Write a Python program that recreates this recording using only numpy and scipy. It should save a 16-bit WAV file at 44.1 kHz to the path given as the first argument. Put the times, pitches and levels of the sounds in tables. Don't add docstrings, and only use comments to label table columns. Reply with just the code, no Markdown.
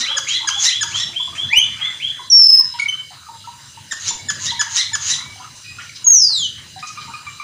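import sys
import numpy as np
from scipy import signal
from scipy.fft import rfft, irfft, next_fast_len
from scipy.io import wavfile
from scipy.ndimage import uniform_filter1d, map_coordinates

SR = 44100
rng = np.random.default_rng(int(sys.argv[2]) if len(sys.argv) > 2 else 0)


def linear_from_db(decibels):
    return 10 ** (np.asarray(decibels, float) / 20)


def generate_wav(signal):
    frames = np.transpose(np.atleast_2d(signal))
    scaled = np.clip(frames, -1, 1) * 32767
    pcm = np.round(scaled).astype(np.int16)
    wavfile.write(sys.argv[1], SR, pcm)


N = 327663
T = np.arange(N) / SR

# frequency in Hz, density in dB per Hz.
TRAFFIC = [(12, -50), (20, -36.5), (48, -26), (93, -2), (138, -4.5), (178, -11.5), (216, -12), (416, -25),
           (660, -22.5), (700, -76.5), (910, -28.5), (1540, -120)]
# time in seconds, level in dB.
PASSING = [(0, -49), (.9, -46.5), (1.2, -47), (1.43, -45), (2.1, -46.5), (3.0, -52), (3.6, -48), (3.9, -48),
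           (4.12, -49), (4.37, -42.5), (4.6, -48.5), (5.07, -44), (5.6, -49), (6.6, -47), (6.81, -45.5),
           (7.0, -44.5), (7.43, -48)]
# start in seconds, end in seconds, pitch in Hz, level in dB.
HUMS = [
    (0, 21, 82, -57),
    (0, 8.5, 104, -53),
    (0, 8.02, 137, -57.5),
    (.05, 0.59, 324, -53),
    (.8, 1.48, 345, -52.5),
    (.9, 1.5, 694, -52),
    (.05, 0.28, 536, -45.5),
]
# frequency in Hz, density in dB per Hz.
CHATTER = [(350, -15), (600, -21), (900, -5.5), (1300, -2), (1900, -6), (2400, -16), (3200, -82.5)]
# time in seconds, level in dB.
FLOCK = [(0, -40), (1.2, -46), (2.1, -48), (2.9, -55.5), (3.2, -61), (3.9, -53), (4.15, -45.5), (4.85, -49),
         (5.3, -47.5), (6.6, -58), (7.0, -44.5), (7.43, -53)]
# frequency in Hz, density in dB per Hz.
HISS = [(900, -76.5), (1500, -7.5), (2200, -11), (4000, -6), (6500, -8.5), (8000, -21.5), (10000, -17),
        (11500, -80.5)]
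# centre in Hz, width in Hz, level in dB.
RIDGES = [(2873, 18, -5), (3986, 18, -4.5), (4900, 120, -13), (6230, 190, -12), (6100, 380, -28),
          (7140, 19, -26), (7390, 120, 0), (8570, 100, -6.5), (9500, 81, -20.5)]
# frequency in Hz, density in dB per Hz.
FIZZ = [(4710, -30), (8000, -10.5), (8650, -6.5), (9000, -15.5), (9750, -10), (11200, -20), (13400, -24.5),
        (14900, -15.5), (15900, -15)]
# crest in seconds, level in dB, swell in seconds, lower band against the upper in dB.
BUZZES = [
    (0.01, -21, 0.045, -5.5),
    (0.326, -23.5, 0.074, -3.5),
    (0.646, -15, 0.084, -10),
    (0.986, -26, 0.13, -3.5),
    (4.072, -22.5, 0.1, -4.5),
    (4.465, -22, 0.1, -6.5),
    (4.774, -19, 0.1, -6.5),
    (5.101, -18, 0.11, -8),
]
# centre in Hz, width in Hz, level in dB.
OPEN_THROAT = [(6500, 400, 8.5), (7350, 910, -4.5), (5800, 280, -7), (10200, 1600, -37)]
# centre in Hz, width in Hz, level in dB.
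CLOSING_THROAT = [(5580, 450, -0.5), (6560, 380, -3.5), (7320, 98, 0.5), (10600, 620, -15.5)]
# centre in Hz, width in Hz, level in dB.
LOWER_THROAT = [(1500, 570, -4.5), (2550, 720, 0.5), (4000, 1580, 4), (4700, 710, 4.5)]
# start in seconds, peak in dB, pitch in Hz, high overtones in dB.
CLOSERS = [
    (0.0146, -28.5, 1887, -15),
    (0.339, -27.5, 1942, -6),
    (0.661, -22, 1902, -1),
    (1.0055, -29.5, 1872, -5),
    (4.4742, -28.5, 1900, -14),
    (4.78, -24.5, 1930, -1.5),
    (5.107, -28, 1907, 4.5),
]
CLOSER_TONE = [10.5, -7.5, -5, -2.5, -21]
# start in seconds, top pitch in Hz, low start in dB, share of the usual rise time.
SLURS = [(0.053, 3388, -6, .95), (0.267, 3390, -3.5, 0.97), (0.477, 3393, -11, 1), (.695, 3428, -5, 1),
         (0.912, 3463, -11, 0.92), (1.129, 3427, -14, 1), (1.35, 3420, -14.5, .9), (1.567, 3470, -27, .9),
         (1.781, 3473, -15.5, 0.98), (1.997, 3400, -6.5, 0.9)]
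# seconds after start, share of top pitch, level in dB, 1 for the low start.
SLUR_SHAPE = [(0, .6, -6, 1), (.012, .72, -.5, 1), (.03, .895, -4, 1), (.033, .915, -2, 0),
              (.055, .97, -2, 0), (.08, 1.0, 0, 0), (.105, 1.01, -4, 0), (.125, .99, -25, 0)]
# start in seconds, peak in dB, pitch in Hz.
PIPS = [(0.111, -28.5, 870), (1.2, -34, 1030), (1.278, -31, 1064), (1.33, -34, 1175), (1.814, -48, 1270),
        (2.196, -28.5, 1033), (2.507, -41, 1125), (2.599, -29.5, 1037), (2.79, -25.5, 1440),
        (3.109, -35, 774), (3.268, -32.5, 1270), (3.776, -34, 920), (4.11, -27, 950), (5.788, -23.5, 1410),
        (6.062, -38.5, 1080)]
# start in seconds, peak in dB,
# pitch in Hz.
COOS = [(0.561, -35, 804), (1.528, -31, 907), (1.76, -48, 1325), (2.331, -39, 914), (2.742, -31.5, 965),
        (3.289, -31.5, 911), (3.444, -37, 1310), (3.476, -27, 938), (.84, -34.5, 928), (.43, -37.5, 900),
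        (4.412, -45, 1000), (4.52, -28.5, 930), (4.574, -36, 926), (4.666, -32, 918), (4.918, -38, 915),
        (5.224, -44.5, 1042), (5.361, -36, 754), (5.401, -40, 988), (6.298, -45.5, 914), (6.764, -29, 760),
        (7.081, -35, 939)]
# start in seconds, peak in dB, pitch in Hz.
TOOTS = [
    (6.829, -26, 1246),
    (6.961, -40.5, 1380),
    (6.976, -28, 1212),
    (7.139, -26.5, 1239),
    (7.269, -28.5, 1172),
    (7.401, -26, 1177),
]
# hold in seconds, octave in dB.
PIP_VOICE = (0.0077, -20)
COO_VOICE = (0.0196, -26)
TOOT_VOICE = (0.0167, 0.41)
# start in seconds, peak in dB, pitch in Hz, hold in seconds.
CHIPS = [
    (0.17, -21, 1710, .013),
    (0.4755, -20, 1667, 0.014),
    (0.812, -21.5, 1706, .02),
    (3.913, -25, 1874, 0.01),
    (4.288, -22.5, 1741, 0.015),
    (4.5955, -20, 1725, 0.019),
    (4.935, -22, 1733, 0.019),
]
CHIP_TONE = [-2.5, -4.5, 4, -9, -13]
# start in seconds, peak in dB, pitch in Hz, hold in seconds.
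PINGS = [(0.383, -40, 2093, 0.034), (1.829, -40.5, 2038, 0.095), (1.856, -31, 2130, 0.0058),
         (4.194, -44.5, 2240, 0.016), (4.56, -47, 2250, 0.058), (4.887, -43.5, 2260, 0.052),
         (5.226, -46, 2270, 0.11), (5.637, -59, 1915, 0.093), (5.647, -43, 2520, 0.15),
         (5.896, -32.5, 2310, 0.0043)]
# start in seconds, peak in dB, pitch in Hz, hold in seconds.
SQUEAKS = [(0.95, -36, 7350, 0.042), (0.993, -28.5, 5460, 0.047), (1.001, -25.5, 7350, 0.011),
           (2.303, -22, 5834, 0.013), (4.044, -38, 3680, 0.015), (4.064, -35, 3930, 0.02),
           (4.091, -29.5, 3550, 0.025), (4.087, -22.5, 7070, 0.021), (4.086, -38, 5350, .015),
           (4.777, -36, 7740, 0.024), (5.11, -23.5, 7180, 0.015)]
# start in seconds, level in dB, centre in Hz, length in seconds.
PUFFS = [(0.688, -5, 5000, 0.0028), (1.348, -23.5, 2300, 0.014), (1.35, -26.5, 7240, 0.022),
         (1.786, -31, 2020, 0.094), (2.544, -25.5, 2420, 0.0088), (2.736, -33.5, 3060, 0.03),
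         (2.787, -18.5, 3780, 0.0078), (3.114, -37, 1250, 0.027), (3.77, -39, 2800, 0.017),
         (3.589, -44, 1560, 0.045), (5.552, -28, 7550, 0.012), (5.793, -25, 2430, 0.016),
         (5.813, -33, 6100, .02), (5.949, -29, 4700, 0.025), (6.291, -34.5, 1230, 0.0095),
         (6.575, -35.5, 1970, 0.021), (6.791, -22.5, 4620, 0.0057), (6.869, -20, 5880, 0.0091),
         (7.009, -27.5, 4000, 0.017)]
# time in seconds, pitch in Hz, level in dB.
RISING = [(1.485, 1652, -41), (1.525, 2230, -21), (1.536, 2397, -3), (1.544, 2594, -18), (1.559, 2855, -15),
          (1.576, 2988, -6), (1.596, 3176, -11), (1.619, 3224, -23.5), (1.65, 3390, -46)]
# time in seconds, pitch in Hz, level in dB.
LEVEL = [(2.299, 5910, -21), (2.309, 5685, -14), (2.325, 5478, -3), (2.366, 5510, 0), (2.43, 5250, -7),
         (2.6, 5210, -10), (2.62, 5100, -28)]
# time in seconds, pitch in Hz, level in dB.
FALLING = [(6.042, 6760, -17.5), (6.065, 6720, -15.5), (6.07, 6500, -4), (6.105, 6573, 2),
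           (6.124, 6470, -7.5), (6.249, 4917, -12.5), (6.299, 4510, -18), (6.455, 3012, -19.5),
           (6.499, 2860, -44)]
WHISTLE_TONE = [-4.5, -16.5, -16]
WHISTLE_FLUTTER = [(.002, 0), (.002, 22), (.001, 12)]
# pitch in Hz, octave in dB.
OCTAVE = [(1700, -4), (2500, -25.5), (3050, -13.5), (3700, -1.5), (4500, -24), (5200, -17.5), (5600, -29),
          (6500, -28)]
# start in seconds, peak in dB, pitch in Hz, hold in seconds,
# octave in dB.
BELLS = [
    (2.798, -14, 2244, 0.011, -14),
    (2.82, -17, 2237, 0.023, -19),
    (2.86, -17, 2246, 0.013, -34),
    (2.886, -19, 3068, .017, -13),
    (2.927, -21.5, 3042, 0.019, -28),
    (2.987, -31, 3068, 0.031, -34),
]
# frequency in Hz, 60 dB decay time in seconds.
YARD = [(700, 0.43), (2000, 0.5), (3500, 0.5), (6000, 0.37), (12000, 0.31)]
# delay in seconds, spread in seconds, gain over the tail.
FAR_WALL = (0.061, 0.014, 0.52)
# frequency in Hz, level in dB.
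WAY = [(300, -16), (1000, 0.3), (3500, -0.97), (6500, 0.97), (7600, -7), (8300, -7.5), (10000, -12.5),
       (11500, -13.5), (12500, -27), (14000, -22.5)]


def unit(x):
    return x / np.sqrt(np.mean(x ** 2) + 1e-20)


def along(points, hz):
    f, v = np.transpose(points)
    return np.interp(np.log(hz + 1), np.log(f + 1), v)


def wobble(rate):
    return map_coordinates(rng.standard_normal(int(N * rate / SR) + 4), [T * rate])


def filtered(x, response):
    m = next_fast_len(len(x) + 8192)
    return irfft(rfft(x, m) * response(np.fft.rfftfreq(m, 1 / SR)), m)[:len(x)]


def bands(modes):
    def response(f):
        total = 0
        for k, (centre, width, db) in enumerate(modes):
            damping = 1j * f * width
            total = total + (-1) ** k * linear_from_db(db) * damping / (centre ** 2 - f * f + damping)
        return total
    return response


def patchy(spectrum, depth_db):
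    z = signal.stft(rng.standard_normal(N), nperseg=512)[2]
    field = uniform_filter1d(rng.standard_normal(z.shape), 8, 0)
    field = uniform_filter1d(field, 16, 1)
    noise = signal.istft(z * linear_from_db(depth_db * unit(field)), nperseg=512)[1][:N]
    return unit(filtered(noise, lambda f: linear_from_db(along(spectrum, f))))


def traffic(level_db):
    rumble = patchy(TRAFFIC, depth_db=3.2) * linear_from_db(1.5 * wobble(5))
    hums = np.zeros(N)
    for start, end, hz, db in HUMS:
        ends = np.clip(np.minimum(T - start, end - T) / .06, 0, 1)
        swell = ends * linear_from_db(db + 47 + 3 * wobble(3)) * wobble(hz / 12)
        hums += swell * np.sin(2 * np.pi * np.cumsum(hz * (1 + 0.0202 * wobble(4.6))) / SR)
    low_cut = lambda f: 1 / (1 + (45 / (f + 1)) ** 4)
    return linear_from_db(level_db) * filtered(rumble + hums, low_cut)


def outdoor_hiss(flock_db):
    def ridges(f):
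        return 1 + sum(linear_from_db(db + 14) / (1 + (2 * (f - hz) / (width + 120)) ** 2) for hz, width, db in RIDGES)
    hiss = unit(filtered(patchy(HISS, depth_db=3.0), ridges))
    return linear_from_db(-41.5 + 0.24 * (flock_db - flock_db.mean())) * hiss


def background():
    traffic_db = np.interp(T, *np.transpose(PASSING))
    flock_db = np.interp(T, *np.transpose(FLOCK))
    chatter = linear_from_db(flock_db + 3) * patchy(CHATTER, depth_db=8.0)
    return traffic(traffic_db) + outdoor_hiss(flock_db) + chatter


def buzzes(rate=210, scatter=0.27, sink=0.0069, lag=0.0044):
    cycle = np.cumsum(rate * (1 + scatter * wobble(90))) / SR % 1
    source = (np.exp(-cycle / .35) + .3) * rng.standard_normal(N) * linear_from_db(2.6 * wobble(45))

    def upper(modes):
        return unit(filtered(source, lambda f: bands(modes)(f) * f * f / (f + 4500 / 1j) ** 2))

    opened, closing, lower = upper(OPEN_THROAT), upper(CLOSING_THROAT), unit(filtered(source, bands(LOWER_THROAT)))
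    out = np.zeros(N)
    for s, db, swell, low_db in BUZZES:
        def shape(t):
            side = np.where(t < 0, swell, 0.52 * swell)
            return linear_from_db(db - 24.0 * np.abs(t / side) ** 1.95)
        turn = np.pi / 2 * np.clip((T - s) / sink + 1.7, 0, 1)
        out += shape(T - s) * (np.cos(turn) * opened + np.sin(turn) * closing)
        out += linear_from_db(low_db) * shape(T - s - lag) * lower
    return out


def sing(out, rows, tone_db, edge=0.0039, flutter=0.0024, tiring=0, throat=((1, 0),)):
    s, hz, db = np.transpose(rows)
    span = slice(int(s[0] * SR), int(s[-1] * SR))
    t = T[span]
    shake = uniform_filter1d(rng.standard_normal(len(t)), 130) * np.sqrt(130)
    pitch = np.exp(np.interp(t, s, np.log(hz)))
    unsteady = 1 + flutter * (1 + tiring * (t - s[0])) * shake
    turn = 2 * np.pi * np.cumsum(pitch * unsteady) / SR
    over = sum(linear_from_db(g) * np.cos((k + 2) * turn) for k, g in enumerate(tone_db))
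    wave = np.cos(turn) + over * linear_from_db(along(throat, pitch))
    ends = np.clip(np.minimum(t - s[0], s[-1] - t) / edge, 0, 1)
    out[span] += np.sqrt(2) * linear_from_db(np.interp(t, s, db)) * ends * wave


def breaks(table, tone_db, share, lead, arch, fall, crack_db, fade_db, flutter, snap_db, lift_db):
    out, t = np.zeros(N), T[:SR // 50]
    for s, db, hz, hold, high_db in table:
        db, end = db - 4.0, s + hold - .003
        rows = [(s - lead, (1 - 4 * lead) * hz, db - 6),
                (s + .002, hz, db - 3),
                (end, arch * hz, db),
                (end + fall * .4, (arch - .09) * hz, db + crack_db + lift_db),
                (end + fall, share * hz, db - fade_db + lift_db)]
        throat = [(share * hz, -lift_db - max(lift_db, 0)), ((arch - .1) * hz, -lift_db), ((arch - .06) * hz, 0)]
        tone = np.add(tone_db, high_db * (np.arange(len(tone_db)) > 0))
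        sing(out, rows, tone, edge=.002, flutter=flutter, throat=throat)
        snap = linear_from_db(db + snap_db - 60 * t / 0.083) * rng.standard_normal(len(t))
        out[round((end + fall * .6) * SR):][:len(t)] += snap
    return out


def closers():
    rows = [(s, db, hz, .031, high_db) for s, db, hz, high_db in CLOSERS]
    return breaks(rows, CLOSER_TONE, share=0.817, lead=.008, arch=1.06, fall=0.0096, crack_db=6, fade_db=-0.5,
                  flutter=0.016, snap_db=-15, lift_db=-12)


def slurs():
    out = np.zeros(N)
    for s, top_hz, low_db, pace in SLURS:
        rows = []
        for after, share, level, low in SLUR_SHAPE:
            when = s + after * (pace if low else 1)
            rows.append((when, share * top_hz, -19.5 + level + low * low_db))
        sing(out, rows, [-35], flutter=0.0072)
    return out


def notes(table, trim_db, high_db, flutter, edge=0.0021):
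    out = np.zeros(N)
    for s, db, hz, hold, octave_db in table:
        rows = [(s - .003, .99 * hz, db + trim_db), (s + hold, 1.005 * hz, db + trim_db - 3)]
        tone = [octave_db, octave_db + high_db, octave_db + high_db - 1]
        sing(out, rows, tone, edge=edge, flutter=flutter)
    return out


def low_notes():
    kinds = [(PIPS, PIP_VOICE), (COOS, COO_VOICE), (TOOTS, TOOT_VOICE)]
    rows = [tuple(row) + tuple(voice) for table, voice in kinds for row in table]
    return notes(rows, trim_db=-6.0, high_db=-18.5, flutter=.011)


def chips():
    return breaks([tuple(row) + (0,) for row in CHIPS], CHIP_TONE, share=0.564, lead=.003, arch=0.98, fall=.009,
                  crack_db=-0.9, fade_db=15.5, flutter=.01, snap_db=-1, lift_db=4.5)


def pings_and_squeaks():
    pings = notes([tuple(row) + (-15,) for row in PINGS], trim_db=0.0, high_db=-2, flutter=.017)
    return pings + notes([tuple(row) + (-41,) for row in SQUEAKS], trim_db=0.0, high_db=-2, flutter=.007)


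def puffs():
    out, t = np.zeros(N), T[:SR // 5]
    for s, db, hz, length in PUFFS:
        width_hz = 420 + 0.53 * hz
        air = unit(filtered(rng.standard_normal(len(t)), lambda f: np.exp(-2 * ((f - hz) / width_hz) ** 2)))
        out[round(s * SR):][:len(t)] += linear_from_db(db) * air * np.exp(-t / length) * (1 - np.exp(-t / 0.003))
    return out


def whistles():
    out = np.zeros(N)
    for rows, third_db, (flutter, tiring) in zip([RISING, LEVEL, FALLING], WHISTLE_TONE, WHISTLE_FLUTTER):
        sing(out, rows, [0, third_db], edge=.004, flutter=flutter, tiring=tiring, throat=OCTAVE)
    return out


def bells():
    return notes(BELLS, trim_db=-2.0, high_db=-1.5, flutter=0.0036, edge=0.0037)


def yard(x, early_db=-3, piece=.3):
    out, size = np.zeros(N + 2 * SR), int(piece * SR)
    padded = np.pad(x, (size, 2 * size))
    delay, spread, gain = FAR_WALL
    for start in range(0, N + size, size):
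        hz, t, z = signal.stft(rng.standard_normal(SR * 3 // 4), SR, nperseg=256)
        tail = signal.istft(z * linear_from_db(-60 * t / along(YARD, hz)[:, None]), SR, nperseg=256)[1]
        tail *= np.clip(np.arange(len(tail)) / SR / 0.0042 - .3, 0, 1) / np.linalg.norm(tail)
        tail *= 0.92 + gain * np.exp(-((T[:len(tail)] - delay) / spread) ** 2)
        echoes = (rng.uniform(.002, .018, size=24) * SR).astype(int)
        tail[echoes] += linear_from_db(early_db) * rng.normal(0, 0.21, size=24)
        wet = signal.fftconvolve(padded[start:start + 2 * size] * np.hanning(2 * size), tail)
        out[start:start + len(wet)] += wet[:len(out) - start]
    return out[size:size + N]


def comb(depth):
    return lambda f: 1 + depth * np.exp(-2j * np.pi * f / 1003)


def ducking(song):
    loud_db = 10 * np.log10(np.abs(uniform_filter1d(song ** 2, int(.08 * SR))) + 1e-9)
    return linear_from_db(-.55 * np.maximum(loud_db + 20, 0))


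def scene():
    # layer, straight level in dB, yard level in dB
    mix = [(buzzes(), -0.5, -3), (closers(), -1.5, -3.5), (slurs(), -2.0, -0.35),
           (low_notes(), 2.36, 1.8), (chips(), 4.0, 0.0), (pings_and_squeaks(), 3.4, 2.6),
           (puffs(), -6.5, -3.0), (whistles(), -1.0, -4.5), (bells(), 3.0, -3.0)]
    straight = sum(linear_from_db(db) * layer for layer, db, _ in mix)
    song = straight + yard(sum(linear_from_db(db) * layer for layer, _, db in mix))
    heard = filtered(song, lambda f: linear_from_db(along(WAY, f)) * comb(depth=.3)(f))
    fizz = linear_from_db(-52.5) * patchy(FIZZ, depth_db=0.5)
    return (heard + ducking(heard) * background() + fizz)[None]


def low_pass(x):
    return signal.sosfilt(signal.butter(12, 16190, fs=SR, output="sos"), x)


def record(dry):
    clipped = np.clip(dry[0], -.72, .72)
    kept = filtered(clipped, lambda f: np.clip((15620 - f) / 250, 0, 1))
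    return low_pass(kept[None])


dry = scene()
out = record(dry)
generate_wav(out)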